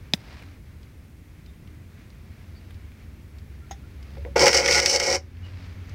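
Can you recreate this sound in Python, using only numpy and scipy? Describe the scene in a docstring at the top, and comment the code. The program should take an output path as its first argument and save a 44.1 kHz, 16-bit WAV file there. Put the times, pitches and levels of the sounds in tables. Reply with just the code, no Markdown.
"""Outside traffic rumbles, and almost at once something snaps close by; fingers and drips then tick on a jar.
The setting is an oil change under a truck: the drain plug clinks on the glass jar (damped modes), and a sleeve rubs.
Then a steel bucket is nudged and dragged over concrete in five shoves: grit forces its modes to ring and rasp.
Road noise is coloured noise, engines are harmonic tones, and a diffuse garage tail follows the nearer sounds."""
import sys
import numpy as np
from scipy import signal
from scipy.fft import rfft, irfft, next_fast_len
from scipy.io import wavfile
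from scipy.ndimage import uniform_filter1d, map_coordinates

SR = 44100
rng = np.random.default_rng(int(sys.argv[2]) if len(sys.argv) > 2 else 0)


def materialize(psi):
    """Save the field psi as 16-bit PCM at rate SR to the path in sys.argv[1].

    A 1-D psi becomes a single channel; in a 2-D psi each row is a channel.
    """
    bounded = np.clip(np.atleast_2d(psi).T, -1, 1)
    quanta = np.round(bounded * 32767).astype(np.int16)
    wavfile.write(sys.argv[1], SR, quanta)


N = 262130


def amp(db):
    """Level to amplitude: 20 dB is a factor of ten."""
    return 10 ** (np.asarray(db) / 20)


def unit(x):
    """Normalization to an rms of 1."""
    return x / np.sqrt(np.mean(x ** 2) + 1e-20)


def along(points, hz):
    """Interpolation of (frequency, value) points on a logarithmic frequency axis."""
    f, v = np.transpose(points)
    return np.interp(np.log(hz + 1), np.log(f + 1), v)


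def curves(rows):
    """Linear interpolation in time: one curve for each column after the time."""
    s, *cols = np.transpose(rows)
    return [np.interp(np.arange(N) / SR, s, c) for c in cols]


def during(start, end):
    """A gate, 1 between two times, with edges softened by a moving average."""
    t = np.arange(N) / SR
    return uniform_filter1d(1. * ((t >= start) & (t < end)), size=128)


def wobble(rate):
    """Slow random modulation: a smooth curve through `rate` random knots a second."""
    knots = rng.standard_normal(int(N * rate / SR) + 4)
    return map_coordinates(knots, [np.arange(N) * rate / SR])


def filtered(x, response):
    """Linear filtering: the spectrum of x times a response of frequency."""
    m = next_fast_len(N + SR // 2)
    return irfft(rfft(x, m) * response(np.fft.rfftfreq(m, 1 / SR)), m)[:N]


def coloured(x, spectrum):
    """Minimum-phase filtering: the folded cepstrum makes a (frequency, dB) shape causal."""
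    size = 4096
    cepstrum = irfft(np.log(amp(along(spectrum, np.fft.rfftfreq(size, 1 / SR)))))
    fold = np.r_[1, np.full(size // 2 - 1, 2), np.zeros(size // 2)]
    impulse_response = irfft(np.exp(rfft(cepstrum * fold)))
    return signal.fftconvolve(x, impulse_response)[:len(x)]


def noise(spectrum):
    """Coloured Gaussian noise of rms 1."""
    return unit(coloured(rng.standard_normal(N), spectrum))


def fade(t60):
    """Exponential decay by 60 dB in t60 seconds, cut after a quarter second."""
    return 1000 ** (-np.arange(SR // 4) / SR / t60)


def burst(t60):
    """White noise under exponential decay: a broadband impact."""
    return rng.standard_normal(SR // 4) * fade(t60)


def ring(modes):
    """Modal synthesis: damped sines of alternating sign, each struck at a slightly random strength."""
    t = np.arange(SR // 4) / SR
    out = np.zeros(SR // 4)
    for k, (hz, db, t60) in enumerate(modes):
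        strength = (-1) ** k * amp(db + rng.normal())
        out += strength * fade(t60) * np.sin(2 * np.pi * hz * t)
    return out


def add(track, s, db, sound):
    """Superposition: mix a sound in at time s, scaled to the given peak level."""
    part = track[round(s * SR):][:len(sound)]
    part += amp(db) * sound[:len(part)] / np.abs(sound).max()


def grit(rate, spread_db, smooth_share, chatter_db):
    """Frictional excitation: random impulses of uneven size over fine noise, in quick swells."""
    signs = rng.choice([-1, 1], N)
    sizes = amp(spread_db * np.clip(rng.standard_normal(N), -2, 2))
    grains = (rng.random(N) < rate / SR) * signs * sizes
    return (unit(grains) + smooth_share * rng.standard_normal(N)) * amp(chatter_db * wobble(170))


# Traffic outside: (time [s], relative level [dB])
TRAFFIC_LEVEL = [(0, -44), (1.2, -46.5), (2.1, -45), (3.2, -45), (5.2, -43), (5.94, -40.5)]
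# Spectrum of the road rumble: (frequency [Hz], density [dB per Hz])
RUMBLE_SPECTRUM = [(20, -20.5), (35, -16.5), (48, -5.5), (62, -3.5), (86, 1), (110, -8), (160, -14),
                   (250, -17), (400, -24.5), (700, -36.5), (1200, -39.5), (2500, -96)]
# Spectrum of the tyre wash: (frequency [Hz], density [dB per Hz])
WASH_SPECTRUM = [(300, -20.5), (600, -2.5), (950, -7), (1400, -2.5), (2250, 0), (3000, -8), (4500, -11.5),
                 (6400, -16), (9000, -36.5), (13000, -50)]
WASH_DB, WASH_GROWS = -60, 1.6  # wash at the mean traffic level; dB of wash per dB of traffic


def traffic():
    """Broadband noise radiation: road rumble and tyre wash swell together, the wash more widely."""
    level_db, = curves(TRAFFIC_LEVEL)
    wash_db = WASH_DB + WASH_GROWS * (level_db - level_db.mean()) + 1.1 * wobble(13)
    return amp(level_db + 1.5) * noise(RUMBLE_SPECTRUM) + amp(wash_db) * noise(WASH_SPECTRUM)


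# A distant engine pulls away: (time [s], mean firing frequency [Hz], relative level [dB])
ENGINE_RUN = [(2.7, 69.8, -46), (3.95, 67.4, -41.5), (4.15, 67.13, -34), (4.8, 69.77, -30),
              (5.001, 71.8, -37), (5.451, 89.86, -34), (5.94, 91.6, -37.5)]
# Harmonics of the firing frequency: (multiple [1], relative level [dB])
ENGINE_ORDERS = [(1, -0.5), (2, -18), (3, -19.5)]
# Faint hums of other vehicles: (start [s], length [s], starting frequency [Hz], mean level [dB])
VEHICLE_HUMS = [(0.398, 1.44, 289.4, -61.5), (0.898, .75, 159.7, -57), (1.9, 1.4, 207.4, -58)]
HUM_GLIDE, HUM_WAVER_DB = .05, 3.5  # relative rise of pitch per second; size of the random level swing


def engines():
    """Harmonic radiation: multiples of a wavering firing frequency, and fainter gliding tones."""
    t = np.arange(N) / SR
    firing_hz, engine_db = curves(ENGINE_RUN)
    phase = 2 * np.pi * np.cumsum(firing_hz * (1 + 0.00954 * wobble(11))) / SR
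    harmonics = np.zeros(N)
    for k, db in ENGINE_ORDERS:
        harmonics += amp(db + engine_db + 2.9 * wobble(23)) * np.sin(k * phase)
    out = during(ENGINE_RUN[0][0], ENGINE_RUN[-1][0]) * harmonics
    for start, length, hz, db in VEHICLE_HUMS:
        pitch_hz = hz * (1 + HUM_GLIDE * (t - start))
        tone = np.sin(2 * np.pi * np.cumsum(pitch_hz) / SR)
        out += during(start, start + length) * amp(db + HUM_WAVER_DB * wobble(6.4)) * tone
    return out


# Reverberation of the garage: (frequency [Hz], decay time t60 [s])
GARAGE_DECAY = [(150, 0.26), (1500, 0.2), (6000, 0.15), (15000, .1)]


def garage(x):
    """Diffuse reverberation: convolution with a delayed noise tail whose treble dies first."""
    hz, t, z = signal.stft(rng.standard_normal(SR // 2), SR, nperseg=256)
    decay = amp(-60 * t / along(GARAGE_DECAY, hz)[:, None])
    tail = signal.istft(z * decay, SR, nperseg=256)[1]
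    delayed = np.pad(tail, (300, 0))  # samples
    return signal.fftconvolve(x, delayed / np.linalg.norm(tail))[:N]


# Sleeve strokes: (time of the fastest moment [s], rise [s], fall [s], relative level [dB])
SLEEVE_STROKES = [(.33, 0.16, 0.16, -53), (2.6, 0.49, .3, -64.5), (4.13, 0.11, 0.14, -60),
                  (5.46, 0.037, 0.053, -56), (5.63, 0.13, 0.1, -52)]
# Spectrum of the rubbing cloth: (frequency [Hz], density [dB per Hz])
CLOTH_SPECTRUM = [(200, -12.5), (450, -2), (800, -3.5), (1400, -5), (2200, -2.5), (3200, -9), (5000, -10),
                  (6500, -21), (9000, -28), (14000, -52.5)]


def sleeve():
    """Textile friction: thread catches on thread as the flannel arm speeds up and slows."""
    t = np.arange(N) / SR
    level = np.zeros(N)
    for s, rise, fall, db in SLEEVE_STROKES:
        level += amp(db) * np.exp(-((t - s) / np.where(t < s, rise, fall)) ** 2)
    threads = grit(rate=3000, spread_db=7.5, smooth_share=1.0, chatter_db=2.0)
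    return amp(2.5) * level * unit(coloured(threads, CLOTH_SPECTRUM))


# Fingers slip on the glass: (start [s], length [s], mean pitch [Hz], relative level [dB])
FINGER_SQUEAKS = [(1.468, 0.045, 3650, -69), (2.55, .05, 4600, -66), (3.61, 0.056, 1370, -64.5),
                  (3.82, .045, 1387, -65), (5.426, 0.051, 2900, -55)]


def squeaks():
    """Stick-slip tones of oily skin on glass: brief sines of quickly wavering pitch."""
    t = np.arange(N) / SR
    waver = 1 + .03 * wobble(600)
    out = np.zeros(N)
    for s, length, hz, db in FINGER_SQUEAKS:
        swell = np.sin(np.pi * np.clip((t - s) / length, 0, 1))
        out += amp(db + 8) * swell * np.sin(2 * np.pi * np.cumsum(hz * waver) / SR)
    return out


# The drain plug touches the jar: (time [s], peak level of the ring [dB])
PLUG_CLINKS = [(3.7105, -25.5), (3.7135, -28)]
# Modes of the jar: (frequency [Hz], relative level [dB], decay time t60 [s])
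JAR_MODES = [(794, 10.5, 0.091), (1360, -9, 0.061), (2100, 1, 0.028), (3540, -9, 0.042), (4980, -12, 0.076),
             (5265, -13, 0.089), (6470, 9, 0.034), (6590, 2.5, .05)]
# Small ticks of oily fingers and drips: (time [s], relative peak level [dB], pitch [Hz])
JAR_TICKS = [(0.423, -39, 2200), (.830, -45.5, 4040), (1.461, -45.5, 4000), (1.675, -41.5, 2800),
             (2.103, -46, 4270), (2.707, -39.5, 2380), (2.744, -45, 4500), (2.918, -42.5, 2400),
             (3.385, -45.5, 4170), (4.028, -43, 4000), (5.369, -38.5, 2800), (5.894, -42, 5000)]
# Spectrum of a dry crack, shared with the snap: (frequency [Hz], density [dB per Hz])
CRACK_SPECTRUM = [(100, -46), (400, -7.5), (570, 0), (850, -7), (1250, -14), (1900, 3), (2500, -12),
                  (3600, 2), (4450, -15.5), (5000, -4), (5850, -4), (6300, -12.5), (9000, -25),
                  (15000, -61)]


def jar():
    """Damped modal response: the hand-held glass clinks; fingers and drips tick faintly."""
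    out = np.zeros(N)
    for s, db in PLUG_CLINKS:
        add(out, s, db, ring(JAR_MODES))
        add(out, s, db - 11.0, coloured(burst(0.103), CRACK_SPECTRUM))
        add(out, s, db - 20.0, burst(0.066))
    for s, db, hz in JAR_TICKS:
        tick_spectrum = [(hz / 4, -14), (hz / 2, -9), (hz, 0), (hz * 1.4, -7), (hz * 2.5, -24)]
        add(out, s, db - 1, coloured(burst(.03), tick_spectrum))
    return out


# A sharp snap near the microphone: (time [s], peak level of the ring [dB])
SNAP_EVENT = (.1362, -4.5)
# What the snap rings with: (frequency [Hz], relative level [dB], decay time t60 [s])
SNAP_RING = [(862, -13, 0.012), (1940, -6.5, 0.0058), (2570, -2, 0.013), (2980, -12.5, .008),
             (3504, 3.5, 0.01), (3955, 0, 0.01), (5010, 2, 0.0087)]


def snap():
    """Impulsive release: a dry crack, a short low thump and a faint scatter off the axle."""
    out = np.zeros(N)
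    s, db = SNAP_EVENT
    add(out, s, db, ring(SNAP_RING))
    add(out, s, db - 7, coloured(burst(.007), CRACK_SPECTRUM))
    thump = coloured(ring([(195, 0, .03)]), [(50, -18), (170, 0)])
    add(out, s + .002, db - 13.5, thump)
    add(out, s + 0.0027, db - 18.5, coloured(burst(0.032), CRACK_SPECTRUM))
    add(out, s + 0.003, db - 27.5, burst(0.076))
    return out


# The hand bumps the bucket: (time [s], peak level of the wall [dB], peak level of the rim tick [dB])
BUCKET_NUDGES = [(4.169, -36.5, -56), (4.249, -31.5, -35), (4.259, -37, -47), (4.272, -39, -60.5)]
# The rim catches on a grain and jumps free: (time [s], relative rasp peak [dB], clang peak [dB])
RIM_CATCHES = [(4.394, -9.5, -16), (4.422, -11, -19), (4.458, -5, -19), (4.466, -5, -4), (4.480, -2, -4),
               (4.5299, -4.5, -8.5), (4.583, -12.5, -21), (4.660, -9, -7), (4.683, -14.5, -7),
               (4.725, -7, -11.5), (4.746, -6, -9), (4.8001, -2.5, -16), (4.859, 2.5, -10),
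               (4.9606, -5, -18.5), (4.999, -6.5, -11.5)]
# Distinct modes of the bucket's wall: (frequency [Hz], relative level [dB], decay time t60 [s])
WALL_MODES = [(324.6, -11.5, 0.14), (356.6, -15, .14), (463.6, -7.5, 0.08), (486, -0.5, 0.084),
              (524, -6, 0.081), (556.6, -4.5, 0.21), (569, -12, 0.13), (744, -8.5, 0.056), (791, -4, 0.097),
              (838.4, -7, 0.17)]
LOW_WALL = [m for m in WALL_MODES if m[0] < 650]
UPPER_WALL = [m for m in WALL_MODES if m[0] >= 650]
# Dense low modes of the bucket: (frequency [Hz], density [dB per Hz])
BOOM_SPECTRUM = [(60, -18), (150, -13), (250, -10.5), (390, -1.5), (520, 2.5), (640, -4.5), (800, -5.5),
                 (1050, -11), (1600, -46)]
# Dense middle modes: (frequency [Hz], density [dB per Hz])
CLANG_SPECTRUM = [(700, -24), (1100, -17), (1450, -3.5), (1680, -7.5), (1800, -7.5), (2150, 2), (2350, -3),
                  (2700, -13), (3300, -14), (5000, -49)]
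# Dense high modes of the rim: (frequency [Hz], density [dB per Hz])
RASP_SPECTRUM = [(1500, -33), (2800, -10), (3700, -15), (4500, -6.5), (5150, -1.5), (5800, -3), (6300, -9),
                 (7000, -15.5), (8000, -16), (9300, -23.5), (11000, -32), (16000, -38.5)]


def jolts():
    """Impact excitation of a shell: soft nudges, then hard catches of the rim."""
    out = np.zeros(N)
    for s, db, tick_db in BUCKET_NUDGES:
        add(out, s, db, ring(LOW_WALL))
        add(out, s, db, coloured(burst(0.058), BOOM_SPECTRUM))
        add(out, s, tick_db, coloured(burst(0.012), CLANG_SPECTRUM))
    for s, rasp_db, clang_db in RIM_CATCHES:
        add(out, s, rasp_db + 1, coloured(burst(.03), RASP_SPECTRUM))
        add(out, s, clang_db, coloured(burst(.035), CLANG_SPECTRUM))
        add(out, s, clang_db - 16.0, ring(WALL_MODES))
    return out


SHOVE_ATTACK_S, SHOVE_RELEASE_S = 0.0058, 0.012  # linear breakaway; time constant of the stop


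def shove(start, length, gain_db):
    """Transient sliding: a quick start, a push that tightens or slackens, an exponential run-out."""
    t = np.arange(N) / SR - start
    attack = np.clip(t / SHOVE_ATTACK_S, 0, 1)
    push = amp(gain_db * (np.clip(t / length, 0, 1) - .5))
    release = np.exp(-np.maximum(t - length, 0) / SHOVE_RELEASE_S)
    return attack * push * release


# Shoves of the bucket: (start [s], length [s], boom of the wall [relative dB],
# clang of the middle modes [relative dB], rasp of the rim [relative dB], push gained start to end [dB])
BUCKET_SHOVES = [(4.356, 0.1415, -18.5, -20, -23, 7), (4.537, 0.12, -21.5, -20, -21.5, -10),
                 (4.672, 0.123, -22.5, -19, -18.5, 2.5), (4.861, .112, -24.5, -23.5, -18, -2.5),
                 (4.995, .16, -23.5, -24, -23, 3)]
# Drive while creeping between shoves: boom, clang, rasp [relative dB]
CREEP_LEVELS = [-26.5, -26, -26]
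# Growth with the push: boom, clang, rasp [dB per dB of push]
PUSH_GROWTH = [0.81, 1, 1.13]
SPEED_UP_S = 0.051  # from rest the rim takes this long to reach its full rasp


def effort():
    """Envelopes of the driving force on wall, middle modes and rim: shoves stand out of one long creep."""
    first = BUCKET_SHOVES[0][0]
    last = BUCKET_SHOVES[-1][0] + BUCKET_SHOVES[-1][1]
    drive = np.outer(amp(CREEP_LEVELS), shove(first, last - first, 0))
    for start, length, *levels_db, gain_db in BUCKET_SHOVES:
        pushes = [amp(db) * shove(start, length, grows * gain_db) for db, grows in zip(levels_db, PUSH_GROWTH)]
        drive = np.maximum(drive, pushes)
    wall, middle, rim = drive
    speed_up = np.clip((np.arange(N) / SR - first) / SPEED_UP_S, 0, 1) ** .5
    return wall, middle, rim * speed_up


def sheet(force, spectrum, t60, ring_db):
    """High modal density in thin steel: the direct push plus a short noise-like ring."""
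    tail = burst(t60)
    ringing = signal.fftconvolve(force, tail / np.linalg.norm(tail))[:N]
    return unit(coloured(force + amp(ring_db) * ringing, spectrum))


def shaken(force, modes):
    """Forced modal response: the force convolved with the ring of the modes."""
    return unit(signal.fftconvolve(force, ring(modes))[:N])


def wander():
    """Moving point of contact round the rim: a group of modes swells at random."""
    return amp(2 * wobble(80))


BITE_DB, BITE_GROWS = 8.5, 1.82  # the wall's upper modes: gain, and exponent on the wall's drive
BOOM_FLUTTER_DB, BOOM_FLUTTER_RATE = 1.5, 45  # the bucket rocks as it slides; random knots per second


def drag():
    """Friction-driven vibration: one gritty force excites wall, middle modes and rim of the bucket."""
    force = grit(rate=1000, spread_db=3.5, smooth_share=0.42, chatter_db=0.64)
    wall, middle, rim = effort()
    rocking = amp(BOOM_FLUTTER_DB * wobble(BOOM_FLUTTER_RATE))
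    distinct_low = amp(1.5) * shaken(force, LOW_WALL)
    dense_low = amp(-1.5) * sheet(force, BOOM_SPECTRUM, t60=0.14, ring_db=0.0)
    boom = wall * rocking * (distinct_low + dense_low)
    # the upper modes grow faster than the boom, so they come out when the wall is shoved hard
    bite = amp(BITE_DB) * wall ** BITE_GROWS * shaken(force, UPPER_WALL)
    clang = middle * sheet(force * wander(), CLANG_SPECTRUM, t60=0.12, ring_db=5.5)
    rasp = amp(2.5) * rim * sheet(force * wander(), RASP_SPECTRUM, t60=0.064, ring_db=-1.5)
    return boom + bite + clang + rasp


def scene():
    """Direct and reverberant sound: bucket and jar excite the garage more than the nearer, drier snap."""
    work = drag() + jolts() + jar() + squeaks()
    crack = snap()
    reverberant = garage(amp(-21.0) * work + amp(-34) * crack)
    return (work + crack + reverberant + sleeve() + traffic() + engines())[None]


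TOP_HZ = 15850  # upper band limit


def record(dry):
    """Microphone chain: hiss, gain reduction following smoothed power, soft overload, band limit."""
    x = dry[0] + amp(-66.0) * rng.standard_normal(N)
    pole = np.exp(-1 / (.3 * SR))  # 0.3 s averaging, so the level stays ducked after loud sound
    loudness = np.sqrt(np.abs(signal.lfilter([1 - pole], [1, -pole], x ** 2)))
    x = x / np.sqrt(1 + (loudness / amp(-19)) ** 2)
    x = x / (1 + (x / .72) ** 6) ** (1 / 6)  # peaks saturate towards 0.72
    return filtered(x, lambda hz: hz < TOP_HZ)[None]


dry = scene()
out = record(dry)
materialize(out)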